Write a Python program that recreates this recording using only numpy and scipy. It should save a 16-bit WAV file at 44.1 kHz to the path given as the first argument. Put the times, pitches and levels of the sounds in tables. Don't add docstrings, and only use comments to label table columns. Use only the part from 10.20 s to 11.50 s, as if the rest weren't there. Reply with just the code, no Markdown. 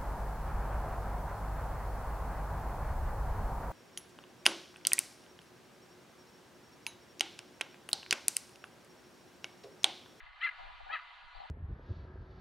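import sys
import numpy as np
from scipy import signal
from scipy.io import wavfile
from scipy.ndimage import uniform_filter1d

SR = 44100
rng = np.random.default_rng(int(sys.argv[2]) if len(sys.argv) > 2 else 0)


def voltage_ratio(level):
    return 10 ** (np.asarray(level, float) / 20)


def transcribe(u):
    v = np.clip(np.atleast_2d(u).T, -1, 1)
    q = np.round(v * 32767).astype(np.int16)
    wavfile.write(sys.argv[1], SR, q)


N = 57330


def evened(x):
    return x / np.sqrt(np.mean(x ** 2) + 1e-20)


def read(points, hz):
    f, value = np.transpose(points)
    return np.interp(np.log(hz + 1), np.log(f + 1), value)


def slow(size, span):
    return evened(uniform_filter1d(uniform_filter1d(rng.standard_normal(size), span), span))


def noise_pair(colour, same, patch_db, size):
    hop = size // 4
    hz = np.fft.rfftfreq(size, 1 / SR)
    a, b, c, d, patches = rng.standard_normal((N // hop + 5, len(hz), 5)).T
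    patches = uniform_filter1d(uniform_filter1d(patches, size=8, axis=0), size=8, axis=1)
    same = np.clip(same(hz), -1, 1)[:, None]
    left = a + 1j * b
    right = same * left + np.sqrt(1 - same ** 2) * (c + 1j * d)
    z = np.array([left, right]) * voltage_ratio(read(colour, hz)[:, None] + patch_db * evened(patches))
    return evened(signal.istft(z, nperseg=size, noverlap=size - hop)[1][:, :N])


# time in seconds, pitch in Hz, effort in dB.
FIRST_ARCH = [
    (.198, 531.1, -57),
    (.211, 583.7, -36.5),
    (.226, 656.6, -32.5),
    (.236, 692, -32.5),
    (.247, 685.8, -30.5),
    (.259, 683.4, -30),
    (.268, 592.5, -34.5),
    (.276, 545.2, -37.5),
    (.294, 548, -50),
]
SECOND_ARCH = [
    (.692, 538.4, -48),
    (.702, 556, -51.5),
    (.712, 606.4, -43),
    (.728, 653.4, -36),
    (.74, 646.3, -34),
    (.749, 649.5, -37.5),
    (.758, 596, -39.5),
    (.764, 557, -46),
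    (.775, 505, -47.5),
]
# frequency in Hz, level in dB.
FIRST_THROAT = [(650, -34.5), (1380, -3.5), (1800, 0), (2070, 1.5), (2750, -12.5), (4200, -24), (5400, -35),
                (12000, -59.5)]
SECOND_THROAT = [(620, -23), (1300, 1), (1700, 10), (1950, 2.5), (3250, -12.5), (4650, -25.5), (5400, -40),
                 (12000, -52.5)]
# frequency in Hz, width in Hz, level in dB.
FIRST_SHEEN = [(7380, 370, -34), (11260, 500, -45)]
SECOND_SHEEN = [(6200, 440, -38), (11550, 350, -33)]
JITTER, BREATH_DB, FLUTTER_DB = .004, -23, 3.5
CENTRE_HZ, NARROWING = 1750, .9


def yelp(arch, throat, sheen):
    t = np.arange(N) / SR
    s, pitch_hz, effort_db = np.transpose(arch)
    hz = uniform_filter1d(np.interp(t, s, pitch_hz), size=150) * (1 + JITTER * slow(N, 90))
    effort = uniform_filter1d(np.interp(t, s, effort_db), size=150)
    weak = effort_db.max() - effort
    turns = np.cumsum(hz) / SR
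    out = np.zeros(N)
    for k in range(1, 20):
        high = sum(voltage_ratio(db - 6 * ((k * hz - f) / w) ** 2) for f, w, db in sheen)
        breath = 1 + voltage_ratio(BREATH_DB) * min(k, 5) * slow(N, 40)
        unsteady = np.minimum(.15 + weak / 7 + .5 * max(k - 3, 0), 1.6)
        flutter = voltage_ratio(FLUTTER_DB * unsteady * slow(N, 170))
        thin = voltage_ratio(-NARROWING * weak * abs(np.log2(k * hz / CENTRE_HZ)))
        tone = np.sin(2 * np.pi * k * turns + .3 * k * k)
        out += (voltage_ratio(read(throat, k * hz)) + high) * breath * flutter * thin * tone
    fade = np.clip(np.minimum(t - s[0], s[-1] - t) / 0.0027, 0, 1)
    return out * fade * voltage_ratio(effort)


# delay in seconds, left level in dB, right level in dB.
ROCK_FACES = [
    (.016, -15, -16),
    (.022, -15, -14),
    (.037, -20, -21),
    (.052, -22, -22),
]
HOLLOW_DB, HOLLOW_T60, CLIFF_DB, CLIFF_T60 = -14, .16, -21, 1.0
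TAIL_SAME, TAIL_DULL_HZ = .8, 1900


def hollow(x):
    t = np.arange(SR) / SR
    out = np.zeros((2, SR))
    a, b, c, d = rng.standard_normal((4, SR)) * np.clip((t - .004) / 0.0033, 0, 1)
    for left, other, db, t60 in ((a, b, HOLLOW_DB, HOLLOW_T60), (c, d, CLIFF_DB, CLIFF_T60)):
        right = TAIL_SAME * left + np.sqrt(1 - TAIL_SAME ** 2) * other
        tail = np.array([left, right]) * voltage_ratio(-60 * t / t60)
        out += voltage_ratio(db) * tail / np.linalg.norm(tail[0])
    keep = np.exp(-2 * np.pi * TAIL_DULL_HZ / SR)
    out = 2 * signal.lfilter([1 - keep], [1, -keep], out)
    for delay, left_db, right_db in ROCK_FACES:
        out[:, round(delay * SR)] += voltage_ratio(np.array([left_db, right_db]))
    return signal.fftconvolve(x[None], out, axes=1)[:, :N]


# start in seconds, length in seconds, level in dB.
GUST_HITS = [
    (0.056, .035, -62.5),
    (0.381, .055, -52),
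    (0.437, .075, -54.5),
    (0.597, .025, -54),
    (0.658, .05, -52.5),
    (0.698, .065, -50),
    (.885, .03, -65.5),
    (1.146, 0.063, -54.5),
    (1.202, 0.069, -51.5),
]
# frequency in Hz, density in dB per Hz.
GUST_TONE = [(100, -23), (430, -21.5), (600, -10), (780, 9.5), (1100, -10), (1800, -20.5), (4600, -36),
             (5000, -58.5)]
GUST_RISE_S, GUST_FALL_S, PORTS_SAME = 0.0066, 0.01, -0.73
LUMP_DB, GUST_PAN_DB = 2.5, 4


def gusts():
    t = np.arange(N) / SR
    level = np.zeros(N)
    for s, length, db in GUST_HITS:
        rise = (t - s) / GUST_RISE_S
        fall = (s + length - t) / GUST_FALL_S + .5
        level += voltage_ratio(db) * np.clip(np.minimum(rise, fall), 0, 1)
    lumps = voltage_ratio(LUMP_DB * slow(N, 150) + GUST_PAN_DB * np.array([[.5], [-.5]]))
    return noise_pair(GUST_TONE, lambda hz: PORTS_SAME + 0 * hz, 0.73, size=512) * level * lumps


# time in seconds, level in dB.
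RUMBLE_SWINGS = [(0.0, -75), (0.032, -64), (0.184, -75), (0.354, -75), (0.434, -57.5), (0.596, -69),
                 (0.632, -63), (0.792, -76.5), (1.012, -76), (1.046, -61), (1.11, -77.5), (1.18, -55),
                 (1.208, -70.5), (1.3, -72)]
# frequency in Hz, density in dB per Hz.
DEEP_TONE = [(10, -4), (30, 4), (55, -9.5), (85, -25.5), (130, -21.5), (200, -42.5), (450, -33), (700, -73)]
# frequency in Hz, density in dB per Hz.
MURMUR_TONE = [(60, -11.5), (150, -3), (430, 2.5), (600, -29)]
RUMBLE_DB, MURMUR_DB, RUMBLE_SAME = 7.5, -90.5, -0.59


def rumble():
    s, db = np.transpose(RUMBLE_SWINGS)
    swing = voltage_ratio(RUMBLE_DB + np.interp(np.arange(N) / SR, s, db))
    deep = noise_pair(DEEP_TONE, lambda hz: RUMBLE_SAME + 0 * hz, 0.87, size=2048) * swing
    return deep + voltage_ratio(MURMUR_DB) * noise_pair(MURMUR_TONE, lambda hz: RUMBLE_SAME + 0 * hz, 1, size=2048)


# frequency in Hz, density in dB per Hz.
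SURF_TONE = [(400, -14), (560, -12), (900, 3), (2100, -1), (4550, -13.5), (8000, -26.5), (10800, -35),
             (11500, -39)]
# time in seconds, level in dB.
SURF_SWELL = [(0, -1.5), (.05, 2.5), (.12, 1), (.19, 4.5), (.4, 8.5), (.6, 6.4), (.9, 6.8), (1.1, 5),
              (1.3, 5.8)]
# frequency in Hz, left-right likeness from -1 to 1.
SURF_SAME = [(500, .3), (900, 0.79), (1300, 0.63), (2300, 0.61), (4300, 0.83), (8000, .8), (12000, .9)]
SURF_DB, PATCH_DB = -58.5, 1.2


def surf():
    s, db = np.transpose(SURF_SWELL)
    swell = voltage_ratio(SURF_DB + np.interp(np.arange(N) / SR, s, db))
    return noise_pair(SURF_TONE, lambda hz: read(SURF_SAME, hz), PATCH_DB, size=1024) * swell


# start in seconds, length in seconds, first pitch in Hz, last pitch in Hz, level in dB.
WHISTLES = [
    (1.13, .1, 4300, 4380, -62),
    (1.195, .045, 3950, 3680, -61),
    (1.125, .05, 4620, 4650, -66),
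    (1.11, .07, 3820, 3880, -66),
    (1.165, .03, 3120, 3080, -64),
    (1.22, .03, 3040, 2960, -64),
    (.945, .045, 1040, 1020, -55),
]


def far_birds():
    t = np.arange(N) / SR
    out = np.zeros(N)
    for s, length, first_hz, last_hz, db in WHISTLES:
        u = np.clip((t - s) / length, 0, 1)
        hz = (first_hz + (last_hz - first_hz) * u ** 2) * (1 + .012 * slow(N, 120))
        swell = np.sin(np.pi * u ** 1.4)
        blur = .5 + .7 * slow(N, 130)
        out += voltage_ratio(db) * swell * np.sin(2 * np.pi * np.cumsum(hz) / SR) * blur
    return out * voltage_ratio(np.array([[3.], [-4.]]))


# frequency in Hz, width in Hz, level in dB.
NOOK_MODES = [(886, 52, -12), (953, 52, 6), (1065, 22, -19), (1352.6, 16, -10.5), (1460.5, 15, 10),
              (1529, 50, -14.5), (1781, 12, -17), (1906, 19, -17), (2056, 45.6, 4), (2220, 85, -9.5),
              (2533, 31, -7.5), (3377, 24, -15.5), (2760, 29, -3), (4450, 12, -11)]
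LOW_EDGE_HZ, LOW_CUT_DB, HIGH_EDGE_HZ, HIGH_CUT_DB = 471, -42, 4734, -16
RIPPLE_DB, RIPPLE_FROM_HZ = 4, 4500


def nook(x):
    hz = abs(np.fft.fftfreq(8192, 1 / SR))
    low_db = LOW_CUT_DB / (1 + (hz / LOW_EDGE_HZ) ** 12)
    high_db = HIGH_CUT_DB / (1 + (HIGH_EDGE_HZ / (hz + 1)) ** 40)
    ripple = slow(8192, 9)
    ripple = (ripple + np.roll(ripple[::-1], 1)) / np.sqrt(2)
    ripple_db = RIPPLE_DB * ripple / (1 + (RIPPLE_FROM_HZ / (hz + 1)) ** 8)
    modes_db = sum(db / (1 + ((hz - f) / w) ** 2) for f, w, db in NOOK_MODES)
    log_gain = np.log(voltage_ratio(low_db + high_db + ripple_db + modes_db))
    taps = np.fft.ifft(np.exp(np.conj(signal.hilbert(log_gain)))).real[:4096]
    return signal.fftconvolve(x, taps[None], axes=1)[:, :N]


FIRST_PAN_DB, SECOND_PAN_DB, ECHO_PAN_DB = 3, 2.5, 1.5
EARLIER_S, EARLIER_DB = 0.31, -1.5
TURN_HZ = 9
SCATTER = .85


def scene():
    first = yelp(FIRST_ARCH, FIRST_THROAT, FIRST_SHEEN)
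    second = yelp(SECOND_ARCH, SECOND_THROAT, SECOND_SHEEN)
    side = np.array([[.5], [-.5]])
    bird = first * voltage_ratio(side * FIRST_PAN_DB) + second * voltage_ratio(side * SECOND_PAN_DB)
    skip = round(EARLIER_S * SR)
    earlier = voltage_ratio(EARLIER_DB) * np.pad(hollow(first)[:, skip:], ((0, 0), (0, skip)))
    turn = 2 * np.pi * TURN_HZ * np.arange(N) / SR
    calls = first + second
    echoes = hollow(calls * np.cos(turn)) + hollow(calls * np.sin(turn)) + earlier
    echoes = echoes * (np.sqrt(1 - SCATTER ** 2) + SCATTER * slow(N, 70))
    airborne = bird + echoes * voltage_ratio(side * ECHO_PAN_DB) + surf() + far_birds()
    return nook(airborne) + gusts() + rumble()


def top_cut(x):
    return signal.sosfilt(signal.butter(12, 12000, fs=SR, output="sos"), x)


HISS_DB = -116


def record(dry):
    hiss = voltage_ratio(HISS_DB) * rng.standard_normal(dry.shape)
    return top_cut(dry + hiss)


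dry = scene()
out = record(dry)
transcribe(out)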